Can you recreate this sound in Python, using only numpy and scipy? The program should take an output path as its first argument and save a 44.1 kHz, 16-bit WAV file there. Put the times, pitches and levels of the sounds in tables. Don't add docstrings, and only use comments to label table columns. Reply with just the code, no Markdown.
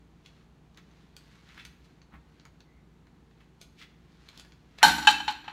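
import sys
import numpy as np
from scipy import signal
from scipy.fft import rfft, irfft
from scipy.io import wavfile
from scipy.ndimage import uniform_filter1d, minimum_filter1d

SR = 44100
rng = np.random.default_rng(int(sys.argv[2]) if len(sys.argv) > 2 else 0)


def digitize_waveform(pressure):
    field = np.atleast_2d(pressure).T
    bounded = np.clip(field, -1, 1)
    quanta = np.round(bounded * 32767).astype(np.int16)
    wavfile.write(sys.argv[1], SR, quanta)


N = 243431

# start_s, strength_db, spot (0 to 2), free_ring_s, crash_re_ring_db
KNOCK_EVENTS = [(4.8293, -5, 0, 0.029, -7.5), (4.8375, -13, 0, 0.02, -24), (4.882, -28.5, 0, 0.019, -0.5),
                (4.913, -52, 2, .024, 18), (4.982, -26, 0, 0.0038, -9.5), (5.0255, -25.5, 2, 0.0092, -13.5),
                (5.049, -25, 2.2, 0.0073, -15.5), (5.0714, -5.5, 1, 0.021, -12),
                (5.084, -18.5, 1, 0.0095, -24), (5.202, -23.5, .6, .011, -24),
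                (5.2789, -18, 1.9, 0.022, -10.5), (5.4428, -50.5, 2.4, 0.036, 5),
                (5.4788, -25.5, 1.3, 0.0065, -12.5)]
# pitch_hz, t60_s, spot_0_db, spot_1_db, spot_2_db
DISH_MODES = [(748, .1, -8, -21, -24), (803, .12, -7, -14, -18), (850, .15, 0, 0, 0),
              (924, .17, -4, -12, -19), (1117, .13, -16, -21, -27), (1225, .13, -15, -27, -25),
              (1394, .2, -17, -23, -27), (1467, .16, -14, -28, -25), (1520, .24, -4, -22, -14),
              (1595, .22, -7, -20, -22), (1620, .13, -16, -3, -20), (1737, .15, -23, -16, -22),
              (2410, .1, -24, -13, -19), (2630, .12, -26, -5, -18), (2740, .12, -26, -12, -22),
              (2899, .14, -20, -18, -17), (3031, .18, -11, -5, -18), (3108, .2, -13, -11, -17),
              (3742, .18, -16, -21, -22), (3836, .16, -19, -12, -20), (4174, .28, -8, -26, -25),
              (4209, .24, -12, -16, -16), (4328, .2, -15, -28, -30), (5257, .15, -20, -33, -44),
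              (5732, .18, -18, -24, -38), (6820, .14, -25, -25, -34), (7076, .18, -21, -33, -33),
              (9401, .18, -24, -37, -52), (10057, .14, -39, -36, -56), (12371, .13, -27, -46, -62)]
# frequency_hz, density_db
STEEL_SPECTRUM = [(60, -28), (400, -8.5), (620, -27), (800, 9), (1100, 0.5), (1600, 3), (2100, -1),
                  (3000, -1.5), (4300, 3.5), (4900, -10), (7000, -8), (10500, -15.5), (15000, -14.5),
                  (16500, -39)]
STEEL_PARTIALS = [4640, 4900, 5390, 5740, 5739, 6090, 6880, 7180, 7840, 8590, 9540, 9950, 11260, 12200,
                  12370]
# pitch_hz, level_db, t60_s
BASIN_MODES = [(47.2, -25, .6), (67.33, -6, 0.59), (159.2, -8, 0.61), (175, -2.5, 0.56), (217, -2, 0.26),
               (237, -7, 0.69), (286.7, -0.5, 0.74), (316, -7, 0.88), (551, 2.5, 0.2)]
# spot_0_db, spot_1_db, spot_2_db
BASIN_COUPLING = (-29, -43.5, -43.5)
# start_s, strength_db, body_db
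TAP_EVENTS = [(0.261, -49.5, -8), (0.746, -63, -12), (0.774, -51, -5.5), (0.913, -64, -5),
              (1.1657, -44.5, -11), (1.4901, -55, 2), (1.651, -43, -3.5), (2.017, -56.5, -7),
              (2.398, -56, 1), (2.453, -49.5, 8), (2.605, -54, -6), (3.07, -62, 8), (3.311, -64, 9),
              (3.6144, -44.5, -8), (4.288, -46.5, -7), (4.3761, -48.5, -30), (4.397, -44.5, -10),
              (4.449, -56, 11), (4.521, -53.5, -8), (4.786, -46.5, 8)]
# frequency_hz, density_db, body_weight, treble_weight
TAP_SPECTRUM = [(350, 1, 0, 0), (900, 0, 1, 0), (1700, 5.5, 1, 0), (2800, 1, 0, 0), (4200, 6, 0, 0),
                (5200, -3, 0, 0), (6800, -2, 0, 0), (8500, -8.5, 0, 1), (15000, -16, 0, 1),
                (16500, -55, 0, 0)]
# pitch_hz, level_db, t60_s
UTENSIL_MODES = [(1450, 5, 0.1), (2560, -25, 0.055), (4270, -9, 0.04), (4470, 5, 0.073),
                 (4530, -7.5, 0.091), (7400, -29, 0.09)]
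# peak_s, length_s, level_db, centre_hz
HANDLING_EVENTS = [(0.26, 0.031, -63, 3020), (0.779, 0.011, -50, 1550), (1.502, 0.053, -59.5, 1720),
                   (1.579, .008, -46.5, 1700), (1.598, 0.018, -48, 2270), (1.654, 0.0073, -52.5, 2840),
                   (1.85, 0.019, -64.5, 3850), (2.142, 0.03, -53, 1270), (2.458, 0.0072, -51, 1150),
                   (3.409, 0.012, -59.5, 1960), (3.624, 0.024, -57, 3750), (3.799, 0.035, -54.5, 2840),
                   (3.822, 0.019, -46.5, 2360), (4.399, 0.024, -60, 2630), (4.788, 0.0077, -45, 3000),
                   (4.8, 0.064, -58, 1500), (4.825, 0.014, -36, 1400)]
# pitch_hz, level_db
HANDLED_MODES = [(1303, -0.5), (1900, -3.5), (2620, -3.5), (3456, 4), (3898, 5), (4150, 3)]
# peak_s, level_db
SPONGE_PASSES = [(.38, -71), (1.02, -68.5), (1.36, -64), (1.6, -60), (1.9, -72), (2.39, -72.5), (3.42, -76),
                 (4.38, -61), (4.78, -70)]
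# frequency_hz, density_db
SPONGE_SPECTRUM = [(400, -27), (900, 1.5), (1600, 5.5), (2600, 1.5), (4200, 1.5), (5100, -3.5),
                   (6600, -7.5), (8200, -16), (15000, -26), (16500, -50)]
# start_s, strength_db
BUMP_EVENTS = [(1.650, -59), (2.136, -53.5)]
# frequency_hz, t60_s
KITCHEN_DECAY = [(100, 0.76), (400, 0.88), (900, 0.48), (2000, 0.77), (4000, 0.59), (6000, 0.64),
                 (9000, 0.53), (15000, 0.98)]
# frequency_hz, density_db
AIR_SPECTRUM = [(18, -32), (35, -10.5), (75, -2), (100, -8), (160, -4), (310, -8.5), (570, -21),
                (800, -18.5), (1600, -25.5), (4200, -32.5), (5100, -38), (6800, -38), (8500, -44.5),
                (16000, -51)]
# pitch_hz, level_db
HUM_TONES = [(58.7, -65), (120, -77.5), (149, -66.5), (172, -68), (225, -75.5), (298, -84.5), (370, -79.5),
             (456, -79)]
# frequency_hz, density_db
DRIFT_SPECTRUM = [(2, 0), (6, -12), (30, -100)]


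def dish_knocks(first_edge_hz=15400, sink_oct_per_s=3.98, crash_t60=0.21, crack_db=14, crack_s=0.00081,
                boom_swell_s=0.012):
    out, t = np.zeros(N), np.arange(SR) / SR
    for start_s, db, spot, free_s, steel_db in KNOCK_EVENTS:
        edge_hz = first_edge_hz * 2 ** (-sink_oct_per_s * (start_s - KNOCK_EVENTS[0][0]))
        ring = amp(db) * dish_ring(start_s, t, spot, free_s, edge_hz)
        crack = amp(crack_db) * edge_hz / SR * np.exp(-t / crack_s)
        crash = amp(db + steel_db) * steel_ring(SR, STEEL_SPECTRUM) * (amp(-60 * t / crash_t60) + crack)
        crash = signal.lfilter(*signal.butter(2, edge_hz, fs=SR), crash)
        boom_db = db + np.interp(spot, range(3), BASIN_COUPLING)
        boom = amp(boom_db) * basin_boom(start_s, t) * (1 - np.exp(-t / boom_swell_s))
        add(out, start_s, ring + crash + boom)
    return out


def dish_ring(start_s, t, spot, free_s, edge_hz, swell_s=0.0027, damped_db=-15, settle_s=0.0024):
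    ring = np.zeros(len(t))
    for hz, t60, *spots_db in DISH_MODES:
        reach = 1 / np.sqrt(1 + (hz / (1.7 * edge_hz)) ** 4)
        decay = amp(np.interp(spot, range(3), spots_db) - 60 * t / t60)
        ring += reach * decay * np.sin(2 * np.pi * hz * (t + start_s))
    settled = .5 + .5 * np.tanh((t - free_s) / (2 * settle_s))
    return ring * amp(damped_db * settled) * (1 - np.exp(-t / swell_s))


def utensil_rattle(contact_s=0.00098, tilt_db_per_oct=1, gain_db=-11, lift_s=0.028, fall_db_per_s=420,
                   linger_db=-21, linger_t60=0.38):
    t, power = np.arange(N) / SR, np.zeros(N)
    impacts = abs(grains(N, per_s=450, spread_db=0))
    contacts = signal.lfilter([1], [1, -np.exp(-1 / (contact_s * SR))], impacts)
    bright = [(hz, db + tilt_db_per_oct * np.log2(hz / 1000)) for hz, db in STEEL_SPECTRUM]
    hardest_db = max(db + steel_db for _, db, _, _, steel_db in KNOCK_EVENTS)
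    for start_s, db, _, _, steel_db in KNOCK_EVENTS:
        jolt_db = hardest_db + 1.6 * (db + steel_db - hardest_db)
        lift = np.clip((t - start_s) / lift_s, 0, 1) ** 2
        landed_s = np.maximum(t - start_s - lift_s, 0)
        fade = amp(-fall_db_per_s * landed_s) + amp(linger_db - 60 * landed_s / linger_t60)
        power += (amp(jolt_db) * lift * fade) ** 2
    return amp(gain_db) * np.sqrt(power) * unit(contacts * steel_ring(N, bright))


def steel_ring(count, spectrum, width_hz=45, peak_db=9, valley_db=-4, sparse_from_hz=4450):
    hz = np.fft.rfftfreq(count, 1 / SR)
    peaks = sum(1 / (1 + (2 * (hz - partial) / width_hz) ** 2) for partial in STEEL_PARTIALS)
    floor = np.where(hz > sparse_from_hz, amp(valley_db), 1)
    gain = np.sqrt(floor ** 2 + amp(peak_db) ** 2 * peaks)
    return irfft(rfft(colour(rng.standard_normal(count), spectrum)) * gain, count)


def basin_boom(start_s, t):
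    return sum(amp(db - 60 * t / t60) * np.sin(2 * np.pi * hz * (t + start_s))
               for hz, db, t60 in BASIN_MODES)


def utensil_taps(gain_db=4, hard_tap_db=-43.5, snap_s=0.002, buzz_db=-19, buzz_t60=0.081, ping_db=-25):
    out, t = np.zeros(N), np.arange(8192) / SR
    decay = np.exp(-t / snap_s) + amp(buzz_db - 60 * t / buzz_t60)
    for start_s, db, body_db in TAP_EVENTS:
        treble_db = 2.5 * min(db - hard_tap_db, 0) - 4 * max(body_db, 0)
        spectrum = [(hz, base_db + body * body_db + treble * treble_db)
                    for hz, base_db, body, treble in TAP_SPECTRUM]
        grip = rng.uniform(1.0, 1.02, len(UTENSIL_MODES))
        ping = sum(amp(mode_db - 60 * t / t60) * np.sin(2 * np.pi * hz * detune * t)
                   for (hz, mode_db, t60), detune in zip(UTENSIL_MODES, grip))
        snap = colour(rng.standard_normal(len(t)), spectrum) * decay
        add(out, start_s, amp(db + gain_db) * (snap + amp(ping_db) * ping))
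    return out


def handling_noise(rise_share=0.44, width_oct=0.68, firm_db=-54):
    out = np.zeros(N)
    t = np.arange(32768) / SR - .3
    hz = np.geomspace(100, 17000, 300)
    for peak_s, length_s, db, centre_hz in HANDLING_EVENTS:
        rise_s, fade_s = length_s * rise_share, length_s * (1 - rise_share)
        swell = np.exp(-np.maximum(-t / rise_s, t / fade_s))
        fizz_db = -31 + 4 * np.log2(centre_hz / 2000) - 0.2 * (db - firm_db)
        resonance = np.exp(-.5 * (np.log2(hz / centre_hz) / width_oct) ** 2)
        spectrum = np.c_[hz, 20 * np.log10(resonance + amp(fizz_db))]
        burst = amp(db) * swell * colour(grains(len(t), per_s=12000, spread_db=4.5), spectrum)
        add(out, max(peak_s + t[0], 0), burst[peak_s + t >= 0])
    return out


def handled_steel(drive, ring_db=3, t60=0.16):
    t = np.arange(SR // 2) / SR
    fade = amp(-60 * t / t60)
    modes = sum(amp(db) * np.cos(2 * np.pi * hz * t) for hz, db in HANDLED_MODES)
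    response = 2 * fade / fade.sum() * modes
    return drive + amp(ring_db) * signal.fftconvolve(drive, response)[:N]


def sponge_fizz(build_db_per_s=43.5, release_db_per_s=110):
    t = np.arange(N) / SR
    passes_db = [db - np.maximum((peak_s - t) * build_db_per_s, (t - peak_s) * release_db_per_s)
                 for peak_s, db in SPONGE_PASSES]
    return amp(np.max(passes_db, axis=0)) * colour(grains(N, per_s=3500, spread_db=2), SPONGE_SPECTRUM)


def finger_squeak(peak_s=2.735, sigma_s=0.067, level_db=-73, centre_hz=2060, half_width_hz=100):
    t, hz = np.arange(N) / SR, np.fft.rfftfreq(N, 1 / SR)
    resonance = 1 / (1 + ((hz - centre_hz) / half_width_hz) ** 2)
    slips = irfft(rfft(rng.standard_normal(N)) * resonance, N)
    return amp(level_db) * np.exp(-.5 * ((t - peak_s) / sigma_s) ** 2) * unit(slips)


def basin_bumps(cutoff_hz=110, gain_db=10):
    out, t = np.zeros(N), np.arange(SR) / SR
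    for start_s, db in BUMP_EVENTS:
        add(out, start_s, amp(db + gain_db) * basin_boom(start_s, t))
    return signal.lfilter(*signal.butter(2, cutoff_hz, fs=SR), out)


def kitchen_reverb(source, early_db, early_s=0.012, gap_s=0.007):
    reflections = rng.choice([-1., 1.], SR) * (rng.random(SR) < .1)
    hz, frame_s, bands = signal.stft(reflections, SR, nperseg=256)
    decay = amp(-60 * frame_s / read(KITCHEN_DECAY, hz)[:, None])
    tail = signal.istft(bands * decay, SR, nperseg=256)[1]
    t = np.arange(len(tail)) / SR
    tail *= (t > gap_s) * (1 + amp(early_db) * np.exp(-t / early_s))
    return signal.fftconvolve(source, tail / np.linalg.norm(tail))[:N]


def hum_and_air(air_db=-61, waver_rad=0.36):
    t = np.arange(N) / SR
    out = amp(air_db) * colour(rng.standard_normal(N), AIR_SPECTRUM)
    for hz, db in HUM_TONES:
        drift = colour(rng.standard_normal(N), DRIFT_SPECTRUM)
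        out += amp(db) * np.sqrt(2) * np.sin(2 * np.pi * (hz * t + rng.random()) + waver_rad * drift)
    return out


def grains(count, per_s, spread_db):
    size = amp(spread_db * np.minimum(rng.exponential(1, count), 4))
    return size * rng.standard_normal(count) * (rng.random(count) < per_s / SR)


def colour(x, spectrum):
    gain = amp(read(spectrum, np.fft.rfftfreq(len(x), 1 / SR)))
    return unit(irfft(rfft(x) * gain, len(x)))


def read(points, hz):
    points_hz, values = np.transpose(points)
    return np.interp(np.log(hz + 1), np.log(points_hz), values)


def amp(db):
    return 10 ** (np.asarray(db) / 20)


def unit(x):
    return x / np.sqrt(np.mean(x ** 2) + 1e-20)


def add(mix, start_s, sound):
    part = mix[round(start_s * SR):][:len(sound)]
    part += sound[:len(part)]


def scene(clatter_room_db=-11, hand_room_db=-3):
    clatter = dish_knocks() + utensil_rattle()
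    hands = utensil_taps() + handled_steel(handling_noise()) + sponge_fizz() + finger_squeak()
    room = amp(clatter_room_db) * kitchen_reverb(clatter, early_db=-17)
    room += amp(hand_room_db) * kitchen_reverb(hands, early_db=16.5)
    return (clatter + hands + basin_bumps() + room + hum_and_air())[None]


def record(dry, ceiling_db=-2, recovery_db_per_s=260, cutoff_hz=15900):
    over_db = np.maximum(20 * np.log10(abs(dry[0]) + 1e-9) - ceiling_db, 0)
    recovery_db = np.arange(N) * recovery_db_per_s / SR
    cut_db = np.maximum.accumulate(over_db + recovery_db) - recovery_db
    gain = uniform_filter1d(minimum_filter1d(amp(-cut_db), size=61), size=61)
    low_pass = signal.firwin(401, cutoff_hz, window=("kaiser", 9), fs=SR)
    return signal.oaconvolve(dry * gain, low_pass[None], "same")


dry = scene()
out = record(dry)
digitize_waveform(out)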